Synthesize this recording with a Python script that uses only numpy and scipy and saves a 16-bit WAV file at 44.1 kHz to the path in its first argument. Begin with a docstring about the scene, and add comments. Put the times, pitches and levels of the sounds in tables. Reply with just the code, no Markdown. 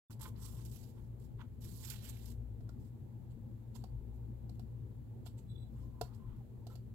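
"""A fan hums and throbs in a small room from start to end. First a plate with a carved watermelon
scuffs, judders and is dragged twice over a plastic table cover, whose creases snap under it.
From about 2.6 s, wet melon wedges are taken from a cutting board and set on the plate's rim one by
one, with squelches and dull taps. Near 5.5 s comes one thin squeak, then a few faint tones and the
loudest tap. The left microphone is shaded from the treble of everything on the table."""
import sys
import numpy as np
from scipy import signal
from scipy.fft import rfft, irfft, next_fast_len
from scipy.io import wavfile
from scipy.ndimage import uniform_filter1d

SR = 44100
rng = np.random.default_rng(int(sys.argv[2]) if len(sys.argv) > 2 else 0)


def dump(signal):
    """Clip the signal to [-1, 1] and save it as 16-bit WAV at the path in sys.argv[1]."""
    limited = np.clip(np.atleast_2d(signal).T, -1, 1)
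    pcm = np.round(limited * 32767).astype(np.int16)
    wavfile.write(sys.argv[1], SR, pcm)


N = 306054
TIME = np.arange(N) / SR


def amp(db):
    """Turn decibels into a number to multiply by."""
    return 10 ** (np.asarray(db) / 20)


def unit(x):
    """Scale x to an average strength (rms) of 1."""
    return x / np.sqrt(np.mean(x ** 2) + 1e-20)


def along(points, hz):
    """Read between (frequency, value) points on a log frequency scale."""
    freqs, values = np.transpose(points)
    return np.interp(np.log(hz + 1), np.log(freqs + 1), values)


def wobble(rate):
    """A smooth curve through rate random values a second."""
    curve = signal.resample_poly(rng.standard_normal(int(N * rate / SR) + 4), 8, 1)
    return np.interp(TIME * rate * 8, np.arange(len(curve)), curve)


def tone(hz, waver_hz, rate):
    """A pure tone whose pitch wavers at random, rate times a second."""
    return np.sqrt(2) * np.sin(2 * np.pi * np.cumsum(hz + waver_hz * wobble(rate)) / SR)


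def grains(rate):
    """Tiny random clicks of uneven size, about rate a second."""
    return rng.standard_normal(N) * (rng.random(N) < rate / SR)


def filtered(x, response):
    """Multiply each frequency in x by response(frequency)."""
    size = next_fast_len(N + SR // 2)
    return irfft(rfft(x, size) * response(np.fft.rfftfreq(size, 1 / SR)), size)[..., :N]


def coloured(x, spectrum):
    """Give x the tone colour of a (frequency, level) table, at strength 1."""
    return unit(filtered(x, lambda hz: amp(along(spectrum, hz))))


def resonant(x, modes):
    """Let x ring at an object's (frequency, width, level) resonances, at strength 1."""
    def response(hz):
        return sum((-1) ** k * amp(db) * 1j * hz * width / (centre ** 2 - hz ** 2 + 1j * hz * width)
                   for k, (centre, width, db) in enumerate(modes))
    return unit(filtered(x, response))


def patchy(x, depth_db, size=256):
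    """Make x louder and softer in random patches of time and frequency, at strength 1."""
    spectra = signal.stft(x, nperseg=size)[2]
    patches = uniform_filter1d(rng.standard_normal(spectra.shape[-2:]), size=6, axis=0)
    patches = uniform_filter1d(patches, size=8, axis=1)
    return unit(signal.istft(spectra * amp(depth_db * unit(patches)), nperseg=size)[1][..., :N])


def swell(middle, half):
    """A bell-shaped rise and fall."""
    return np.exp(-((TIME - middle) / half) ** 2 / np.sqrt(2))


def swells(rows):
    """One loudness curve from (middle, half length, level) rows."""
    return np.sqrt(sum((amp(db) * swell(middle, half)) ** 2 for middle, half, db in rows))


def add(track, s, sound):
    """Mix a sound in at s seconds."""
    part = track[round(s * SR):][:len(sound)]
    part += sound[:len(part)]


# the slow swelling of the fan's low hum: (time [s], relative level [dB])
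FAN_HUM = [(.12, -65), (.36, -49.5), (.74, -48.5), (.87, -64), (1.13, -51), (1.42, -58.5), (1.7, -51.5),
           (2.0, -55), (2.42, -44), (2.95, -59.5), (3.65, -56.5), (3.98, -45.5), (4.48, -49), (4.7, -52.5),
           (5.25, -60), (5.78, -47), (6.65, -66), (6.94, -50)]
# the throb of the octave above: (swells per turn [count], depth [dB], time of a crest [s])
FAN_THROB = [(1, 2.6, 0.11), (2, 4.5, 0.057)]
def fan(hum_hz=58.06, turns_per_s=3.855, low_trim_db=-2, high_db=-52, drift=0.032, follow=0.14):
    """Two wavering tones: the lower swells slowly, the upper throbs with every turn of the fan."""
    hum_db = np.interp(TIME, *np.transpose(FAN_HUM))
    throb_db = sum(depth_db * np.cos(2 * np.pi * round(count) * turns_per_s * (TIME - crest))
                   for count, depth_db, crest in FAN_THROB)
    octave_db = high_db + throb_db + follow * (hum_db - hum_db.mean()) + wobble(9.9)
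    low, high = [tone(hz, drift * hz, rate=22) for hz in (hum_hz, 2 * hum_hz)]
    return amp(hum_db + low_trim_db) * low + amp(octave_db) * high


# how alike the room sounds on the left and right: (frequency [Hz], likeness [0 to 1])
STEREO_LIKENESS = [(60, 1), (130, 0.4), (290, 0.5), (640, 0.49), (1400, 0.002), (3000, 0.24)]
def diffuse():
    """Noise from all around: alike on both sides in the bass, mostly unrelated in the treble."""
    def shares(hz):
        angle = np.arccos(np.clip(along(STEREO_LIKENESS, hz), -1, 1)) / 2
        return np.array([np.cos(angle), np.sin(angle)])
    mid, side = filtered(rng.standard_normal((2, N)), shares)
    return np.array([mid + side, mid - side])


# the tone colour of the moving air: (frequency [Hz], relative level [dB])
AIR_COLOUR = [(12, -52), (20, -15), (120, -3.5), (142, -8), (168, -13), (231, -11.5), (279, -30),
              (331, -19), (500, -25.5), (615, -34), (757, -35), (864, -32), (1170, -45.5), (1800, -57),
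              (2340, -64), (3960, -120)]
# the low notes at which the room booms: (frequency [Hz], width [Hz], relative level [dB])
ROOM_BOOMS = [(92.3, 27, -2.5), (135.5, 21, -8.5), (227.8, 21, -7), (324, 63, -18.5)]
def air(rush_db=-53, boom_db=-57, gust_db=1.85):
    """The fan's draught rushes while the room booms in gusts."""
    boom = unit(filtered(resonant(diffuse(), ROOM_BOOMS), lambda hz: 1 / (1 + (hz / 430) ** 4)))
    rush = patchy(coloured(diffuse(), AIR_COLOUR), depth_db=2.05, size=1024)
    gusts = amp(boom_db + gust_db * wobble(14))
    return amp(rush_db) * rush + gusts * patchy(boom, depth_db=0.2, size=1024)


# the plate's foot scuffs over folds: (start [s], length [s], level [dB])
FOOT_SCUFFS = [(0.103, 0.029, -62.5), (0.193, 0.097, -64), (0.208, 0.026, -54.5), (.447, 0.016, -56.5),
               (0.646, 0.021, -62.5), (0.717, 0.051, -63.5), (0.828, 0.013, -66.5), (1.193, 0.069, -75.5),
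               (1.638, 0.012, -58), (2.086, 0.012, -53), (2.793, 0.095, -81.5)]
def scuffs(attack_s=0.0034, release_s=0.0079):
    """The loudness curve of the scuffs: each catches quickly, holds and dies away."""
    t, power = np.arange(SR // 3) / SR, np.zeros(N)
    for s, length, db in FOOT_SCUFFS:
        shape = (1 - np.exp(-t / attack_s)) * np.exp(-np.maximum(t - length, 0) / release_s)
        add(power, s, (amp(db) * shape) ** 2)
    return np.sqrt(power)


# two drags, one list each: (time [s], hiss level [dB], rasp compared with hiss before its trim [dB])
PLATE_DRAGS = [
    [(.345, -93, -5), (.365, -78, 6.5), (.43, -61.5, -19), (.54, -67, -17), (.62, -68.5, -4),
     (.7, -69.5, -27), (.77, -68, -5.5), (.9, -73, -8), (.93, -83, -5), (1.08, -86, -13)],
    [(1.605, -74, -19), (1.625, -65, -4), (1.8, -63.5, -19), (1.835, -56, -8), (1.93, -56, -1.5),
     (1.95, -64, 1), (2.02, -68, 1), (2.05, -59, -1), (2.105, -65, -2), (2.13, -71, 0), (2.32, -65.5, -7.5),
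     (2.36, -91, -5)],
]
# the hiss of the plastic cover: (frequency [Hz], relative level [dB])
COVER_COLOUR = [(1400, -29), (2400, -17), (2900, -8.5), (3900, -5), (4800, -2), (6200, -4), (7600, 1),
                (9300, -6.5), (12200, 0.5), (14000, -3), (15700, -9.5)]
# the lower rasp under pressure: (frequency [Hz], relative level [dB])
RASP_COLOUR = [(900, -20), (1500, -0.5), (2000, 0), (3100, 3), (4300, 0.5), (9000, -24)]
# the notes of the rubbed plate: (frequency [Hz], width [Hz], relative level [dB])
PLATE_NOTES = [(882, 24, 6), (1045, 112, 2.5), (1424, 275, -7.5), (2000, 310, -13), (3330, 720, -18.5)]
def slide(rasp_trim_db=-2, scuff_rasp_db=-13, plate_db=-17, catch_db=1.5, stick_db=-5, lead_s=0.004):
    """The plate's foot makes countless tiny slips on the cover, which hiss, rasp and stir the plate."""
    hiss_level = scuffs()
    rasp_level = amp(scuff_rasp_db) * hiss_level
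    for drag in PLATE_DRAGS:
        s, hiss_db, rasp_db = np.transpose(drag)
        curve = lambda db: amp(np.interp(TIME, s, db, left=-120, right=-120))
        hiss_level = np.hypot(hiss_level, curve(hiss_db))
        rasp_level = np.hypot(rasp_level, curve(hiss_db + rasp_db + rasp_trim_db))
    hiss = patchy(coloured(grains(22000), COVER_COLOUR), depth_db=2.1)
    ring = amp(plate_db) * resonant(grains(4300), PLATE_NOTES)
    rasp = patchy(coloured(grains(7000), RASP_COLOUR), depth_db=2.0)
    # a fold holds the plate back just before it snaps
    held = sum(swell(s - lead_s, lead_s) for s, _ in CREASE_SNAPS)
    motion = amp(catch_db * wobble(110) + stick_db * held)
    return motion * (hiss_level * (hiss + ring) + rasp_level * rasp)


# the plate judders when pushed or gripped: (middle [s], half length [s], level [dB])
PLATE_JUDDERS = [(.11, 0.011, -63.5), (.22, 0.018, -60), (.256, 0.011, -54.5), (.28, 0.01, -61),
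                 (.45, 0.072, -69), (.585, 0.026, -70.5), (.985, 0.018, -71), (1.412, 0.016, -55.5),
                 (5.78, 0.034, -76.5), (6.11, 0.091, -75.5), (6.32, 0.07, -74.5), (6.725, 0.013, -68.5)]
def judders():
    """Sticking and slipping rings the plate, which gives off little below its lowest note."""
    ring = filtered(resonant(grains(1500), PLATE_NOTES), lambda hz: 1 - 1 / (1 + (hz / 780) ** 6))
    return swells(PLATE_JUDDERS) * unit(ring)


# creases in the cover snap under the plate: (time [s], relative peak level [dB])
CREASE_SNAPS = [(.212, -55), (0.23, -53), (0.651, -54), (.7143, -56), (1.9003, -39), (2.2563, -52.5),
                (2.3004, -58)]
def creases(trim_db=-3, fade_s=0.053):
    """A fold lets go with a snap that falls by 60 dB in fade_s."""
    t, loudness = np.arange(SR // 5) / SR, np.zeros(N)
    for s, db in CREASE_SNAPS:
        add(loudness, s, amp(db + trim_db - 60 * t / fade_s))
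    return loudness * coloured(grains(16000), COVER_COLOUR)


# wet melon is pressed and let go: (middle [s], half length [s], level [dB])
MELON_SQUELCHES = [(1.418, 0.012, -76), (3.314, .012, -80), (3.761, .009, -58.5), (3.81, .025, -79),
                   (4.163, .02, -83), (4.554, 0.0076, -76.5), (5.27, 0.0099, -61), (5.389, 0.01, -68),
                   (5.808, 0.069, -80), (6.152, 0.015, -72.5), (6.366, 0.0034, -78), (6.72, 0.027, -72.5)]
# the tone colour of bursting juice: (frequency [Hz], relative level [dB])
JUICE_COLOUR = [(600, -11), (900, 7), (1500, -11), (2400, -10), (2900, -4.5), (4400, -2), (6200, -7),
                (7700, -2), (9600, -15), (12200, -3), (15700, -18)]
def squelches(seep_db=-14.5, seep_delay_s=0.0095, seep_half_s=0.02):
    """Juice cells burst as a wedge is pressed or peeled away, then seep on faintly."""
    seeping = swells([(s + seep_delay_s, seep_half_s, db + seep_db) for s, _, db in MELON_SQUELCHES])
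    juice = patchy(coloured(grains(9000), JUICE_COLOUR), depth_db=4.0)
    return np.hypot(swells(MELON_SQUELCHES), seeping) * juice


def ringing(modes, tuning, t, attack_s=0.0011):
    """Fading notes after a soft blow, pitches multiplied by tuning, strengths slightly random."""
    ring = sum(amp(db + rng.normal(0, 1) - 60 * t / fade_s) * np.sin(2 * np.pi * hz * tuning * t)
               for hz, db, fade_s in modes)
    return ring * (1 - np.exp(-t / attack_s))


# the loaded plate's knock: (frequency before tuning [Hz], relative level [dB], time to fall 60 dB [s])
KNOCK_NOTES = [(457, 5, 0.039), (650, 2, 0.031), (696, 8, 0.045), (987, -8, 0.11)]
# the rim's ring: (frequency before tuning [Hz], relative level [dB], time to fall 60 dB [s])
RIM_NOTES = [(1286, -5, 0.056), (1533, 6, 0.046), (2060, -1.5, 0.015)]
# the click of wet melon: (frequency [Hz], relative level [dB])
WET_COLOUR = [(900, -26), (1700, -7), (2400, -8.5), (2850, -0.5), (3400, -2), (4400, 4), (5400, -1),
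              (6300, -5), (7700, -1), (9600, -10), (12200, -2.5), (15700, -13)]
# wedges and fingers tap the plate, at relative levels:
# (time [s], knock pitch [Hz], knock level [dB], rim level [dB], wet click level [dB])
PLATE_TAPS = [(2.606, 664, -74, -80, -79), (2.691, 674, -70, -67, -70), (3.839, 760, -59.5, -78, -64.5),
              (4.494, 730, -71.5, -88, -69.5), (4.594, 737, -67.5, -80, -68), (5.262, 694, -66, -73.5, -66),
              (6.012, 693, -44, -55.5, -49), (6.668, 690, -63.5, -80, -64), (6.754, 690, -71, -89, -64.5)]
def taps(knock_db=7, rim_db=5, click_db=6.5, click_fade_s=0.031, fizz_db=-14, fizz_fade_s=0.15,
         attack_s=0.00062, hard_db=-38, damping=0.016):
    """Each touch gives a dull knock, pitched by where it lands, a brief rim ring and a wet click."""
    t, knocks, clicks = np.arange(SR // 4) / SR, np.zeros(N), np.zeros(N)
    splat = amp(click_db - 60 * t / click_fade_s) + amp(fizz_db - 60 * t / fizz_fade_s)
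    splat *= 1 - np.exp(-t / attack_s)
    main_hz, _, main_fade_s = KNOCK_NOTES[2]
    for s, pitch_hz, body_db, edge_db, wet_db in PLATE_TAPS:
        # a wedge set down gently stays in contact and muffles the plate
        muffling = amp(-60 * t / main_fade_s * damping * max(hard_db - body_db, 0))
        add(knocks, s, amp(body_db + knock_db) * muffling * ringing(KNOCK_NOTES, pitch_hz / main_hz, t))
        add(knocks, s, amp(edge_db + rim_db) * ringing(RIM_NOTES, tuning=0.91, t=t))
        add(clicks, s, amp(wet_db) * splat)
    return knocks + clicks * coloured(grains(17000), WET_COLOUR)


# wedges are taken from the cutting board: (middle [s], half length [s], level [dB])
BOARD_THUDS = [(3.39, 0.022, -55.5), (4.3, 0.021, -53), (4.71, .012, -66)]
# the board's low notes: (frequency [Hz], width [Hz], relative level [dB])
BOARD_NOTES = [(220, 44, 2.5), (345, 56, -3.5)]
def thuds():
    """The hand presses on the cutting board, which answers dully."""
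    ring = filtered(resonant(grains(1500), BOARD_NOTES), lambda hz: 1 / (1 + (hz / 430) ** 6))
    return swells(BOARD_THUDS) * unit(ring)


# shoves against the table: (middle [s], half length [s], level [dB])
TABLE_SHOVES = [(3.97, 0.081, -52), (6.31, 0.06, -46.5)]
def shoves():
    """A soft shove makes the table rumble briefly."""
    rumble = coloured(diffuse(), [(20, -12), (50, 5), (90, -33), (160, -13.5), (400, -92)])
    return swells(TABLE_SHOVES) * rumble


# the squeak's three pulses: (middle [s], half length [s], level [dB], tilt toward the upper tones [dB])
SQUEAK_PULSES = [(5.514, 0.019, -71.5, 3), (5.569, 0.013, -72.5, -6), (5.607, 0.039, -75, 2)]
# the tones in the squeak: (frequency [Hz], relative level [dB])
SQUEAK_NOTES = [(3490, 1.5), (3920, -3.5), (7950, -10)]
def squeak(waver_hz=32, rough_db=2.5):
    """A thin squeak of rough tones that trade strength from pulse to pulse."""
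    lowest_level = swells([(s, half, db - tilt_db) for s, half, db, tilt_db in SQUEAK_PULSES])
    upper_level = swells([(s, half, db + tilt_db) for s, half, db, tilt_db in SQUEAK_PULSES])
    lowest, *upper = [amp(db) * tone(hz, waver_hz, rate=600) for hz, db in SQUEAK_NOTES]
    roughness = unit(amp(rough_db * wobble(180)))
    return roughness * (lowest_level * lowest + upper_level * sum(upper))


# brief tones near the end: (middle [s], half length [s], pitch [Hz], level [dB])
FAINT_NOTES = [(5.847, 0.034, 1033, -76.5), (5.975, 0.026, 1010, -69), (6.107, 0.024, 1253, -72),
               (6.238, 0.032, 1023, -68), (6.414, 0.0081, 790, -61), (6.72, 0.033, 1335, -76)]
def faint_tones(waver_hz=32, rough_db=5.5):
    """Soft, rough tones near 1 kHz that come and go."""
    roughness = unit(amp(rough_db * wobble(180)))
    return roughness * sum(amp(db) * swell(s, half) * tone(hz, waver_hz, rate=470)
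                           for s, half, hz, db in FAINT_NOTES)


# how long the room echoes: (frequency [Hz], time to fall 60 dB [s])
ECHO_FADES = [(200, 0.049), (700, 0.16), (1400, 0.2), (4500, 0.2), (12000, 0.23)]
def room(x):
    """The small room's short echo, different at each microphone."""
    hz, t, spectra = signal.stft(rng.standard_normal((2, SR // 2)), SR, nperseg=256)
    fade = amp(-60 * t / along(ECHO_FADES, hz)[:, None])
    tail = signal.istft(spectra * fade, SR, nperseg=256)[1]
    delayed = np.pad(x, (200, 0))[None]
    return signal.fftconvolve(delayed, tail / np.linalg.norm(tail[0]), axes=1)[:, :N]


def shaded(x, balance, lag_s=0):
    """Share each frequency of x between two microphones; the left hears it lag_s later."""
    def response(hz):
        left_db = along(balance, hz)
        level = 2 / (1 + amp([-left_db, left_db]))
        return level * np.exp(-2j * np.pi * np.outer([lag_s, 0], hz))
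    return filtered(x, response)


# where the handling sounds sit: (frequency [Hz], left minus right [dB])
TABLE_BALANCE = [(400, 6.5), (700, -3), (1300, -7.5), (2400, -9), (4400, -27), (8000, -26), (15000, -42)]
# where the fan, air and shoves sit: (frequency [Hz], left minus right [dB])
ROOM_BALANCE = [(60, 8), (115, 1.5), (210, 9), (400, -0.5), (700, -7), (1400, -2)]
def scene(slide_echo_db=-12, touch_echo_db=-10, squeak_echo_db=-8):
    """The plate and melon close by, the fan all around."""
    background = fan() + air() + shoves()
    sliding = slide() + judders() + creases()
    touching = squelches() + taps() + thuds()
    squeaking = squeak() + faint_tones()
    echo = room(amp(slide_echo_db) * sliding + amp(touch_echo_db) * touching
                + amp(squeak_echo_db) * squeaking)
    handling = sliding + touching + squeaking + echo
    return shaded(handling, TABLE_BALANCE, lag_s=0.00012) + shaded(background, ROOM_BALANCE)


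# the microphones' own hiss: (frequency [Hz], relative level [dB])
MIC_HISS = [(880, -8), (1500, -4.5), (2500, -9), (3630, -10.5), (3930, -10.5), (4420, -12), (5550, -17),
            (7450, -11.5), (9160, -16), (11500, -10.5), (15700, -10.5)]
def record(dry, hiss_db=-78, start_s=0.097, top_hz=15880):
    """Add microphone hiss, keep the first moment silent and cut the highest treble."""
    left_right = amp([[-1.2], [1.2]])
    hiss = amp(hiss_db) * left_right * coloured(rng.standard_normal((2, N)), MIC_HISS)
    fade_in = np.clip((TIME - start_s) / 0.0037, 0, 1)
    return filtered((dry + hiss) * fade_in, lambda hz: hz < top_hz)


dry = scene()
out = record(dry)
dump(out)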